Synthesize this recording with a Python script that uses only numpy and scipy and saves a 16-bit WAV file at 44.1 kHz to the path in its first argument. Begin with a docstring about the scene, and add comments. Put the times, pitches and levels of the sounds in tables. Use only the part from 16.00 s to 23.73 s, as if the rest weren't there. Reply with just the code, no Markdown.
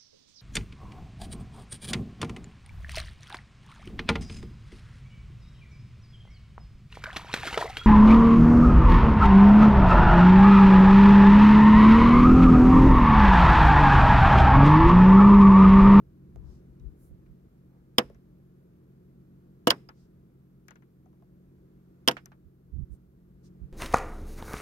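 """A plastic rocker switch in a scooter's leg shield, thumbed three times, close up and outdoors.
Each time the rocker scrapes over its detent, snaps against its stop and knocks the hollow panel;
the finger leaves small ticks, and the surroundings give every click a faint tail.
Behind it an engine idles far off, a sleeve brushes softly, and puffs of air bump one microphone
port or the other."""
import sys
import numpy as np
from scipy import signal
from scipy.fft import rfft, irfft, next_fast_len
from scipy.io import wavfile
from scipy.ndimage import map_coordinates

SR = 44100
rng = np.random.default_rng(int(sys.argv[2]) if len(sys.argv) > 2 else 0)


def file_out(sig):
    """Save sig as 16-bit WAV at sys.argv[1]."""
    # one column per channel
    cols = np.atleast_2d(sig).T
    # limit, then scale
    lim = np.clip(cols, -1, 1)
    pcm = np.round(lim * 32767).astype(np.int16)
    wavfile.write(sys.argv[1], SR, pcm)


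N = 340788

# stereo image of all noise: f/Hz, left-right correlation
COHERENCE = [(30, 0.95), (60, 0.95), (130, 1), (290, 1), (640, 0.9), (1400, -0.25), (3000, 0.075)]
# fader rides of the bed, ahead of its trims: t/s, engine level/dB, rumble level/dB
BED_RIDE = [(0.0, -57, -65.5), (0.47, -57, -63), (1.68, -63, -65.5), (3.03, -58.5, -65.5), (3.72, -59, -65),
            (4.82, -63, -68), (5.75, -59, -65.5), (6.07, -61, -64.5), (6.54, -64.5, -69),
            (6.93, -58.5, -66), (7.08, -64.5, -68.5), (7.73, -53.5, -62.5)]
# engine harmonics: multiple of the firing rate, level/dB
ENGINE_ORDERS = [(2, -13), (3, -1), (4, -1.5), (5, -11.5), (6, -17.5), (7, -11), (8, -13)]
# fader ride of the breeze, ahead of its trim: t/s, level/dB
BREEZE_RIDE = [(0.0, -57.5), (0.41, -54), (1.68, -65), (2.11, -61), (2.73, -72), (3.25, -63.5), (4.69, -72),
               (6.22, -70), (7.32, -61.5), (7.73, -59)]
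# puffs of air: centre t/s, length/s, level/dB, port (1 left, -1 right)
PUFF_CUES = [(.387, 0.06122, -43, 1), (0.481, .13, -46.5, 1), (.871, 0.089, -40, 1),
             (1.123, 0.052, -47.5, -1), (1.318, 0.039, -50, -1), (6.464, 0.03777, -52, -1),
             (6.78, .07, -33, -1), (6.828, 0.026, -34.5, -1), (6.922, 0.038, -39, -1),
             (7.634, 0.04282, -38, -1)]
# sleeve and skin brushing past: centre t/s, length/s, level/dB, centre f/Hz
BRUSH_CUES = [(0.467, 0.18, -76, 960), (0.523, 0.13, -77.5, 5430), (1.04, 0.097, -72.5, 11100),
              (1.759, 0.087, -78, 860), (4.006, 0.099, -78.5, 5150), (6.938, .045, -76.5, 9002),
              (7.461, 0.042, -71, 5558)]
# light touches: t/s, tap level/dB, tap f/Hz, tick level/dB, left over right/dB
TOUCH_CUES = [(.36, -53, 510, -66, -9), (.798, -79.5, 3000, -69, -4), (1.262, -70.5, 1850, -82, 3),
              (2.1, -47.5, 425, -77, 3), (2.147, -65.5, 1660, -67, 4), (3.89, -46.5, 1400, -52, 5),
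              (4.683, -51, 1820, -43, 15), (4.708, -50.5, 1680, -48, 8), (4.757, -57.5, 1700, -63, 7),
              (4.822, -63, 1609, -74, 13), (5.059, -64.5, 875, -73, 8), (5.13, -66.5, 800, -80, 0),
              (5.224, -66.5, 800, -85, 0), (6.168, -38.5, 1840, -61, -6), (6.258, -55.5, 1560, -34, 11),
              (6.318, -53.5, 1401, -68, 1)]
# the plunger crosses the detent: t/s, length/s, level/dB
SCRAPE_CUES = [(1.9819, .003, -25), (3.6707, .012, -32), (3.7024, .004, -26), (6.0763, .009, -30)]
# the rocker hits a stop: t/s, blow level/dB, hardness 0-1, knock level/dB, pitch ratio, t60 ratio
SNAP_CUES = [(1.9832, -7.5, .25, -3, 1.086, .75), (1.984, -11.5, 0.91, -21.5, 1.008, 1),
             (3.6717, -11, 0, -0.5, 1.05, 0.6), (3.6779, -18, 0.26, -11, 0.99, .5),
             (3.7053, -7, 1, -18, .95, .38), (6.0768, -9.5, .1, -9, 0.93, 0.62),
             (6.0841, -8, 0.9, -4.5, 1.033, 0.81), (6.112, -26, 0.2, -22, 0.98, .3)]
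# brief high pings, at 3.888 s just a faint 5 kHz edge on a tick: t/s, f/Hz, level/dB, t60/s
PING_CUES = [(3.673, 2890, -24, .093), (3.888, 5020, -48, 0.018), (6.116, 6175, -41, 0.0522)]

# noise colours: f/Hz, relative level/dB
RUMBLE_COLOUR = [(15, -32), (28, -17), (48, -3), (100, -8.5), (130, -2), (190, -4), (270, -9.5),
                 (370, -7.5), (480, -16), (800, -27.5), (1370, -31), (3000, -43), (7000, -48),
                 (16000, -56.5)]
HISS_COLOUR = [(2000, -11.5), (9500, -12), (12500, -2), (16000, -7.5)]
WIND_COLOUR = [(15, -28.5), (35, -4), (55, 5), (100, -8), (170, -12), (300, -29), (600, -57.5),
               (2000, -85.5)]
TAIL_COLOUR = [(200, 2), (1500, -1), (3100, -4.5), (4500, -13), (5200, -2), (5900, -16), (12000, -18),
               (16000, -22.5)]
TICK_COLOUR = [(1000, -26), (4000, -21.5), (6100, 13.5), (8500, -16), (12500, -2), (16000, -34)]
CRACK_COLOUR = [(300, -21), (2000, -3), (6000, 0), (8000, -2.5), (12000, -0.5), (16000, -6.5)]
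CLATTER_COLOUR = [(80, -21.5), (200, -4.5), (500, -5), (1000, -1.5), (1700, -1), (2400, -7), (3100, -4.5),
                  (4100, -15.5), (5200, -9.5), (6200, -14.5), (16000, -28)]
# tunable noise colours: multiple of the cue's frequency, relative level/dB
BRUSH_COLOUR = [(.25, -22), (1, 0.5), (3, -24), (8, -48)]
SCUFF_COLOUR = [(.1, -10), (.45, -5.5), (.85, 1.5), (1.25, -4), (2.2, -17.5), (4, -31.5), (7, -48),
                (12, -55)]
# EQ of the switch at the right port, which faces away: f/Hz, gain/dB
SHADOW_EQ = [(300, -0.5), (700, 2), (5000, 4.5), (7000, -7.5), (9500, -12.5), (16000, -9.5)]
# damping of the clatter by band: f/Hz, t60/s
CLATTER_DECAY = [(200, 0.22), (600, 0.1), (1500, .075), (3000, 0.053), (6000, 0.043), (12000, 0.025)]

# plastic trim under a light tap: multiple of the tap frequency, level/dB, share of the tap's t60
TRIM_MODES = [(.85, 2.5, 0.96), (1.02, -3.5, 0.83), (1.27, 3, 0.44)]
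# modes of the hollow panel, the yielding mount and the rocker: f/Hz, level/dB, t60/s
PANEL_MODES = [(135, -34.5, 0.22), (205, -29, 0.11), (250, -31, 0.039), (314.84, -27.5, 0.075),
               (345, -22.5, .11), (492, -17.5, 0.1), (680, -20, 0.074), (933.29, -25, 0.061),
               (1058.3, -24.5, 0.044), (1208.8, -26.5, 0.058), (1500, -30, .05), (1640, -30.5, 0.04),
               (2196.3, -28, .04)]
MOUNT_MODES = [(239, -11, .028), (610, -20, 0.0067), (1154, -12.5, 0.013)]
ROCKER_LOW_MODES = [(1750, -13, .012), (2450, -7, .005), (2880, -2.5, 0.014), (3400, -2.5, 0.013)]
ROCKER_HIGH_MODES = [(5190, -2.5, .013), (4800, -8, .008)]

HIT_T = np.arange(SR // 3) / SR  # time axis of one hit, t/s
ROCKER_ONSET, PANEL_ONSET = dict(lag_s=.000385, rise_s=.0001), dict(lag_s=.00026, rise_s=.0008)


def amp(db):
    """Decibels to gain."""
    return 10 ** (np.asarray(db) / 20)


def unit(x):
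    """Scale to rms 1."""
    return x / np.sqrt(np.mean(x ** 2) + 1e-20)


def along(points, hz):
    """Read (f/Hz, value) points on a log axis."""
    f, v = np.transpose(points)
    return np.interp(np.log(hz + 1), np.log(f + 1), v)


def rides(rows):
    """One fader curve for each column after the time."""
    times, *columns = np.transpose(rows)
    return [np.interp(np.arange(N) / SR, times, column) for column in columns]


def wobble(rate):
    """A smooth random curve, rate knots a second."""
    return map_coordinates(rng.standard_normal(int(N * rate / SR) + 4), [np.arange(N) * rate / SR])


def filtered(x, response):
    """Shape x with a frequency response."""
    n = x.shape[-1]
    padded = next_fast_len(n + 2048)
    return irfft(rfft(x, padded) * response(np.fft.rfftfreq(padded, 1 / SR)), padded)[..., :n]


def noise(colour, size=len(HIT_T)):
    """Stereo noise of rms 1, centred in the bass and wide in the treble."""
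    def mid_side(hz):
        width = np.arccos(np.clip(along(COHERENCE, hz), -1, 1)) / 2
        return amp(along(colour, hz)) * [np.cos(width), np.sin(width)]
    mid, side = filtered(rng.standard_normal((2, size)), mid_side)
    return unit(np.array([mid + side, mid - side]))


def swell(colour, length):
    """Noise that fades in for length seconds and out for as long."""
    size = 2 * max(int(length * SR), 2)
    return unit(noise(colour, size + SR // 2)[:, -size:] * np.hanning(size)) / np.sqrt(2)


def pan(db):
    """Stereo gains of mean power 1, left db over right."""
    return unit(amp([[db / 2], [-db / 2]]))


def fade(t60, t=HIT_T):
    """Exponential decay of a struck thing."""
    return np.exp(-np.log(1000) * t / t60)


def ring(modes, lag_s, rise_s, scatter_db, pitch=1, sustain=1):
    """Damped modes of alternating sign, rebalanced on each hit; the right port hears them lag_s later."""
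    t = np.maximum(HIT_T - np.array([[0], [lag_s]]), 0)
    out = 0
    for k, (hz, db, t60) in enumerate(modes):
        gain = (-1) ** k * amp(db + scatter_db * rng.standard_normal())
        out += gain * fade(t60 * sustain, t) * np.sin(2 * np.pi * hz * pitch * t)
    return out * (1 - np.exp(-t / rise_s))


def add(track, s, sound):
    """Mix a sound into the track at time s."""
    start = max(round(s * SR), 0)
    track[:, start:start + sound.shape[1]] += sound[:, :max(N - start, 0)]


def idling_bed(firing_hz=44.76, engine_trim_db=-.5, rumble_trim_db=5.5, hiss_db=-84, lead_s=.00047):
    """A far engine idles in outdoor rumble, both reaching the left port first, over a thin even hiss."""
    engine_db, rumble_db = rides(BED_RIDE)
    phase = 2 * np.pi * np.cumsum(firing_hz * (1 + .005 * wobble(rate=3.8))) / SR
    hum = 0
    for order, db in ENGINE_ORDERS:
        drift_db = 1.7 * wobble(rate=12)  # each order wavers by itself on the way
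        tone = np.sqrt(2) * np.sin(order * phase + rng.uniform(0, 2 * np.pi))
        hum += amp(engine_db + engine_trim_db + db + drift_db) * tone
    rumble = amp(rumble_db + rumble_trim_db) * noise(RUMBLE_COLOUR, N)
    hiss = amp(hiss_db) * noise(HISS_COLOUR, N)
    advance_s = np.array([[lead_s], [-lead_s]]) / 2
    return filtered(hum + rumble, lambda hz: np.exp(2j * np.pi * hz * advance_s)) + hiss


def wind(trim_db=-.5, swing_db=3, eddies_per_s=14, port_db=30):
    """A low breeze eddies at each port by itself; stronger puffs bump one side."""
    breeze_db, = rides(BREEZE_RIDE)
    eddies = amp(swing_db * np.array([wobble(eddies_per_s), wobble(eddies_per_s)]))
    out = amp(breeze_db + trim_db) * unit(eddies * noise(WIND_COLOUR, N))
    for s, length, db, port in PUFF_CUES:
        add(out, s - length, amp(db) * pan(port * port_db) * swell(WIND_COLOUR, length))
    return out


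def sleeve():
    """Cloth and skin brush past in soft swishes."""
    out = np.zeros((2, N))
    for s, length, db, hz in BRUSH_CUES:
        add(out, s - length, amp(db) * swell(np.multiply(BRUSH_COLOUR, [hz, 1]), length))
    return out


def outdoor_tail(clicks, level_db=-37.5, t60=.38):
    """The surroundings scatter each click into a faint diffuse tail that follows its energy."""
    decay = fade(t60) ** 2
    energy = signal.fftconvolve(np.mean(clicks ** 2, axis=0), decay / decay.sum())[:N]
    return amp(level_db) * np.sqrt(np.abs(energy)) * noise(TAIL_COLOUR, N)


def finger_touches(tap_t60=.079, tick_t60=.0087, ring_db=-6):
    """Light contacts: a dull scuff that rings the plastic trim, topped with a sharp tick."""
    out = np.zeros((2, N))
    for s, tap_db, tap_hz, tick_db, side_db in TOUCH_CUES:
        scuff = noise(np.multiply(SCUFF_COLOUR, [tap_hz, 1])) * fade(tap_t60)
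        trim = ring(TRIM_MODES, lag_s=.00032, rise_s=.00051, scatter_db=6, pitch=tap_hz, sustain=tap_t60)
        tap = amp(tap_db) * (scuff + amp(ring_db) * trim)
        tick = amp(tick_db) * noise(TICK_COLOUR) * fade(tick_t60)
        add(out, s, pan(side_db) * (tap + tick))
    return out


def ping(hz, t60, choke_s=.046):
    """A brief high ping, right of centre, with its tail choked off."""
    choke = np.exp(-(HIT_T / choke_s) ** 4)
    return pan(-4.5) * ring([(hz, 0, t60)], **PANEL_ONSET, scatter_db=3) * choke


def clatter():
    """The dense upper modes of the plastic trim: noise whose treble dies first."""
    source = noise(CLATTER_COLOUR)
    bands_hz, t60s = np.transpose(CLATTER_DECAY)
    return sum(filtered(source, lambda hz: along(np.c_[bands_hz, band], hz)) * fade(t60)
               for band, t60 in zip(np.eye(len(t60s)), t60s))


def panel_knock(hardness):
    """The body of the click: the hollow panel rings, and a soft contact thuds into the mount."""
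    thud_db = np.interp(hardness, [0, 1], [5, -12.5])
    panel = ring(PANEL_MODES, **PANEL_ONSET, scatter_db=3)
    thud = ring(MOUNT_MODES, lag_s=.0001, rise_s=.0006, scatter_db=2.5)
    return panel + amp(thud_db) * pan(2.7) * thud


def rocker_snap(hardness, pitch, sustain, crack_db=-11):
    """The attack of the click: the rocker cracks against its stop, ringing brighter the harder it hits."""
    high_db = np.interp(hardness, [0, 1], [-17.5, 5.5])
    low = ring(ROCKER_LOW_MODES, **ROCKER_ONSET, scatter_db=2.5, pitch=pitch, sustain=sustain)
    high = ring(ROCKER_HIGH_MODES, **ROCKER_ONSET, scatter_db=1.5, pitch=pitch, sustain=sustain)
    crack = noise(CRACK_COLOUR) * fade(t60=.024)
    return low + amp(high_db) * high + amp(crack_db) * crack


def rocker_switch(clatter_db=-13, low_cut_hz=145):
    """Detent scrape, snap and knock from a small panel with little bass, plus brief high pings."""
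    out = np.zeros((2, N))
    for s, length, db in SCRAPE_CUES:
        add(out, s, amp(db) * noise(CRACK_COLOUR) * (HIT_T < length))
    for s, blow_db, hardness, knock_db, pitch, sustain in SNAP_CUES:
        snap = rocker_snap(hardness, pitch, sustain)
        knock = panel_knock(hardness)
        add(out, s, amp(blow_db) * (snap + amp(clatter_db) * clatter()) + amp(knock_db) * knock)
    for s, hz, db, t60 in PING_CUES:
        add(out, s, amp(db) * ping(hz, t60))
    left, right = signal.sosfilt(signal.butter(2, low_cut_hz, "highpass", fs=SR, output="sos"), out)
    return np.array([left, filtered(right, lambda hz: amp(along(SHADOW_EQ, hz)))])


def scene():
    """The switch up front, with its tail and the outdoor ambience behind."""
    clicks = rocker_switch() + finger_touches()
    return clicks + outdoor_tail(clicks) + wind() + sleeve() + idling_bed()


def record(dry):
    """A soft clip rounds the loudest snaps near full scale, then a steep high cut ends the band."""
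    ceiling, high_cut_hz = .93, 15900
    rounded = dry / (1 + np.abs(dry / ceiling) ** 6) ** (1 / 6)
    return filtered(rounded, lambda hz: 1 / (1 + (hz / high_cut_hz) ** 100))


dry = scene()
out = record(dry)
file_out(out)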